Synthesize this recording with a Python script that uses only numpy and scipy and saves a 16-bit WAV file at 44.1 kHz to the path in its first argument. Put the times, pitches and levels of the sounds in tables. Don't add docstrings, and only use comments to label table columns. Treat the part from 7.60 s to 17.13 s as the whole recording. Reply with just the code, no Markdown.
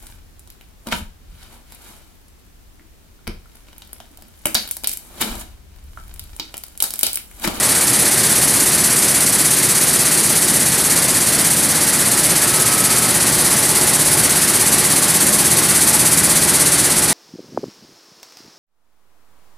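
import sys
import numpy as np
from scipy import signal
from scipy.fft import rfft, irfft, next_fast_len
from scipy.io import wavfile
from scipy.ndimage import map_coordinates

SR = 44100
rng = np.random.default_rng(int(sys.argv[2]) if len(sys.argv) > 2 else 0)


def master(y):
    cut = np.clip(np.atleast_2d(y).T, -1, 1)
    pcm = np.round(cut * 32767)
    wavfile.write(sys.argv[1], SR, pcm.astype(np.int16))


N = 420273
TIME = np.arange(N) / SR
SHAKE_HZ, FIRST_LANDING_S = 16.5, .0212

# rise, hold and fall in seconds, depth in dB.
LANDING_SWELL = (.0095, .008, .042, 9.3)
# rise, hold and fall in seconds, depth in dB.
SLIDING_SWELL = (.0195, .003, .0235, 9.4)
# frequency in Hz, level in dB.
DECK_TICK_TONE = [(1200, -32), (2200, -7.5), (3400, -12), (4400, -4), (5300, -8), (6200, -2.5),
                  (7200, -0.5), (8300, 3.5), (10500, 2), (11900, -1.5), (13000, -8), (15400, -15.5)]
# frequency in Hz, level in dB.
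HUSK_TICK_TONE = [(2000, -20), (4500, -12), (6200, -7.5), (7200, -11.5), (8200, -1), (9400, 2.5),
                  (10700, 3), (11900, -7.5), (13000, -19), (15400, -22)]
# pitch in Hz, width in Hz, level in dB.
DECK_NOTES = [(1900, 210, 0), (2280, 120, -15), (4500, 330, -10.5), (5970, 250, -11)]
# time in seconds, gain in dB.
SEED_LEVELS = [(0, -15.5), (1.6, -14.5), (2.1, -15), (4.3, -16), (7.5, -15.5), (8.35, -14.5), (9.53, -15)]
# multiple of the shaking rate, level in dB.
FRAME_NOTES = [(3, -16), (4, -9.5), (5, -4.5), (6, -15), (7, -6), (8, -5.5), (9, -0.5), (11, -7),
               (12, -5.5), (13, -1.5), (14, -7), (17, -5), (18, -7), (20, -7), (22, -1.5), (29, -10.5)]
# time in seconds, drone gain in dB, panel boom in dB.
DRONE_LEVELS = [(0, -26.6, -42), (1.2, -26, -40), (2.6, -26.5, -38.7), (3.45, -25.5, -34.5),
                (4.5, -26.1, -39), (5.5, -25, -38.5), (7.0, -25.5, -36.5), (7.7, -24.5, -31),
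                (9.53, -25.5, -35)]
# place in the stroke from 0 to 1, strength in dB.
JOINT_KNOCKS = [(0.461, 7), (0.668, -2)]
# pitch in Hz, width in Hz, level in dB.
PANEL_NOTES = [(165, 60, -13), (271, 120, 7), (355, 94, -6.5)]
# frequency in Hz, level in dB.
ROAR_TONE = [(20, -30), (42, -27), (62, -19), (95, -7), (125, -0.5), (200, 0), (360, -1), (440, -5),
             (750, -6.5), (1000, -8), (1600, -6.5), (2700, -12.5), (5000, -10), (14000, -25.5)]
# pitch in Hz, width in Hz, level in dB.
HOUSING_NOTES = [(68.2, 5.2, -6), (121.6, 10, 0.5), (286, 20, -4), (362, 19, -9), (1930, 280, -8)]
# pitch in Hz, width in Hz, level in dB.
DUCT_NOTES = [(563, 33, 2.5), (733, 120, -3), (856, 41, 8), (1079, 25, 5), (1144, 31, 2.5)]
# rise, hold and fall in seconds, depth in dB.
WHISTLE_SWELL = (0.52, .57, .08, 29)
# time in seconds, place from 0 (over the deck) to 1 (at the chute).
LISTENER_PATH = [(0, 0.38), (1.6, 0), (3.9, 0.14), (4.4, 0.53), (5.9, 0.86), (8.0, 0.91), (9.53, 0.68)]


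def seeds(stroke, slide_db, scatter=0.0074, uneven_db=0.5):
    lag_s = 0.018 - 0.0012 * TIME
    toss = stroke + scatter * wander(7.5)
    fall = gain(swell(toss % 1 / SHAKE_HZ, *LANDING_SWELL))
    slip = gain(swell((toss - lag_s * SHAKE_HZ) % 1 / SHAKE_HZ, *SLIDING_SWELL))
    landing = fall ** .5 * tiny_hits(fall, per_s=8000)
    sliding = slip ** .5 * tiny_hits(slip, per_s=12000)
    patter = set_level(colour(landing + ring(landing, DECK_NOTES), DECK_TICK_TONE), -1.52)
    rustle = set_level(colour(sliding, HUSK_TICK_TONE), -4.0) * gain(slide_db)
    return (patter + rustle) * gain(uneven_db * wander(27))


def tiny_hits(density, per_s, spread_db=2.0):
    hits = rng.random(N) < per_s / SR * density / density.mean()
    return hits * rng.choice([-1, 1], N) * gain(spread_db * np.minimum(rng.standard_normal(N), 2))


def frame_drone(stroke, waver=0.37, points=24):
    sway_times = np.linspace(0, TIME[-1], points)
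    hum = 0
    for multiple, db in FRAME_NOTES:
        nudges = rng.standard_normal(points) + 1j * rng.standard_normal(points)
        sway = np.interp(TIME, sway_times, nudges)
        wave = np.exp(2j * np.pi * (multiple * stroke + rng.random()))
        hum = hum + gain(db) * np.real((1 + waver * sway) * wave)
    return set_level(hum, -6.0)


def joint_knocks(stroke, uneven_db=3.0, slack_s=0.00055):
    blows = np.zeros(N)
    for share, db in JOINT_KNOCKS:
        due = np.flatnonzero(np.diff(np.floor(stroke - share)))
        late, strength = rng.standard_normal((len(due), 2)).T
        struck = np.clip(due + (late * slack_s * SR).astype(int), 0, N - 1)
        blows[struck] += gain(db + uneven_db * strength)
    thuds = signal.sosfilt(signal.butter(2, [130, 430], "bandpass", fs=SR, output="sos"), blows)
    return set_level(ring(thuds, PANEL_NOTES), -14.0)


def panel_boom(stroke, db, multiple=10):
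    return np.sqrt(2) * gain(db) * np.sin(2 * np.pi * multiple * stroke)


def air_roar(treble_db, bass_db, flutter_db=0.58):
    roar = colour(rng.standard_normal(N), ROAR_TONE) + ring(rng.standard_normal(N), HOUSING_NOTES)
    roar /= np.std(roar)
    bass = signal.sosfiltfilt(signal.butter(2, 400, fs=SR, output="sos"), roar)
    treble = roar - bass
    return bass * gain(bass_db) + treble * gain(treble_db + flutter_db * wander(8.7))


def air_duct(db, swing_db=2.0):
    notes = sum(ring(rng.standard_normal(N), [note]) * gain(swing_db * wander(2.7))
                for note in DUCT_NOTES)
    return set_level(notes, db)


def fan_blades(db, swing_db=2.7):
    return tone(hz=593.7, db=db + swing_db * wander(6), drift_hz=3.22, drift_rate_hz=10.9)


def whistle(start_s=4.4, held_db=-33, flicker_db=2.8):
    db = held_db + swell(TIME - start_s, *WHISTLE_SWELL) + flicker_db * wander(24)
    return tone(hz=1294.5, db=db, drift_hz=5.1, drift_rate_hz=25)


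def beam_shadow(x, above_hz=12100, open_db=1.6, start_s=8.5, fade_db_per_s=5.5):
    top_db = open_db - fade_db_per_s * np.maximum(TIME - start_s, 0)
    top = signal.sosfiltfilt(signal.butter(4, above_hz, "highpass", fs=SR, output="sos"), x)
    return x + top * (gain(top_db) - 1)


def side_echoes(x, echo_db=-25, sway=0.0407, count=3):
    out = x
    for delay_s in rng.uniform(.002, .009, count):
        delay = delay_s * SR * (1 + sway * wander(0.37))
        out = out + gain(echo_db) * map_coordinates(x, [np.arange(N) - delay], order=3)
    return out


def gain(db):
    return 10 ** (np.asarray(db) / 20)


def set_level(x, db):
    return x * gain(db) / np.sqrt(np.mean(x ** 2))


def follow(table):
    times, *columns = np.transpose(table)
    return [np.interp(TIME, times, column) for column in columns]


def swell(since_s, rise_s, hold_s, fall_s, depth_db):
    return np.interp(since_s, np.cumsum([0, rise_s, hold_s, fall_s]), [-depth_db, 0, 0, -depth_db])


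def wander(rate_hz):
    size = next_fast_len(N)
    hz = np.arange(size // 2 + 1) * SR / size
    slow_part = rfft(rng.standard_normal(size)) * np.exp(-(hz / rate_hz) ** 2)
    return set_level(irfft(slow_part, size)[:N], 0)


def tone(hz, db, drift_hz, drift_rate_hz):
    pitch_hz = hz + drift_hz * wander(drift_rate_hz)
    return np.sqrt(2) * gain(db) * np.sin(2 * np.pi * np.cumsum(pitch_hz) / SR)


def ring(x, notes):
    return sum(gain(db) * signal.lfilter(*signal.iirpeak(hz, hz / width, fs=SR), x)
               for hz, width, db in notes)


def colour(x, points, size=8192):
    hz, db = np.transpose(points)
    grid_hz = np.maximum(np.arange(size // 2 + 1) * SR / size, 1)
    gains = gain(np.interp(np.log(grid_hz), np.log(hz), db))
    cepstrum = irfft(np.log(gains))
    cepstrum[1:size // 2] *= 2
    cepstrum[size // 2 + 1:] = 0
    click_response = irfft(np.exp(rfft(cepstrum)))
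    return signal.fftconvolve(x, click_response)[:N]


def scene():
    at_chute, = follow(LISTENER_PATH)
    seed_db, = follow(SEED_LEVELS)
    drone_db, boom_db = follow(DRONE_LEVELS)
    stroke = (TIME - FIRST_LANDING_S) * SHAKE_HZ
    seed_bed = beam_shadow(seeds(stroke, slide_db=1.4 * at_chute)) * gain(seed_db)
    machine = (frame_drone(stroke) + joint_knocks(stroke)) * gain(drone_db)
    machine += panel_boom(stroke, boom_db)
    fan = fan_blades(db=-43 + 2.5 * at_chute)
    fan += air_roar(treble_db=-21 + at_chute, bass_db=drone_db + 4.36)
    fan += air_duct(db=-43 + 11 * at_chute)
    mono = whistle() + side_echoes(seed_bed) + machine + fan
    return np.array([mono, mono])


def record(dry, ceiling=.9, top_hz=15500):
    rounded = dry / (1 + (dry / ceiling) ** 8) ** (1 / 8)
    return signal.sosfiltfilt(signal.ellip(12, .05, 60, top_hz, fs=SR, output="sos"), rounded)


dry = scene()
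out = record(dry)
master(out)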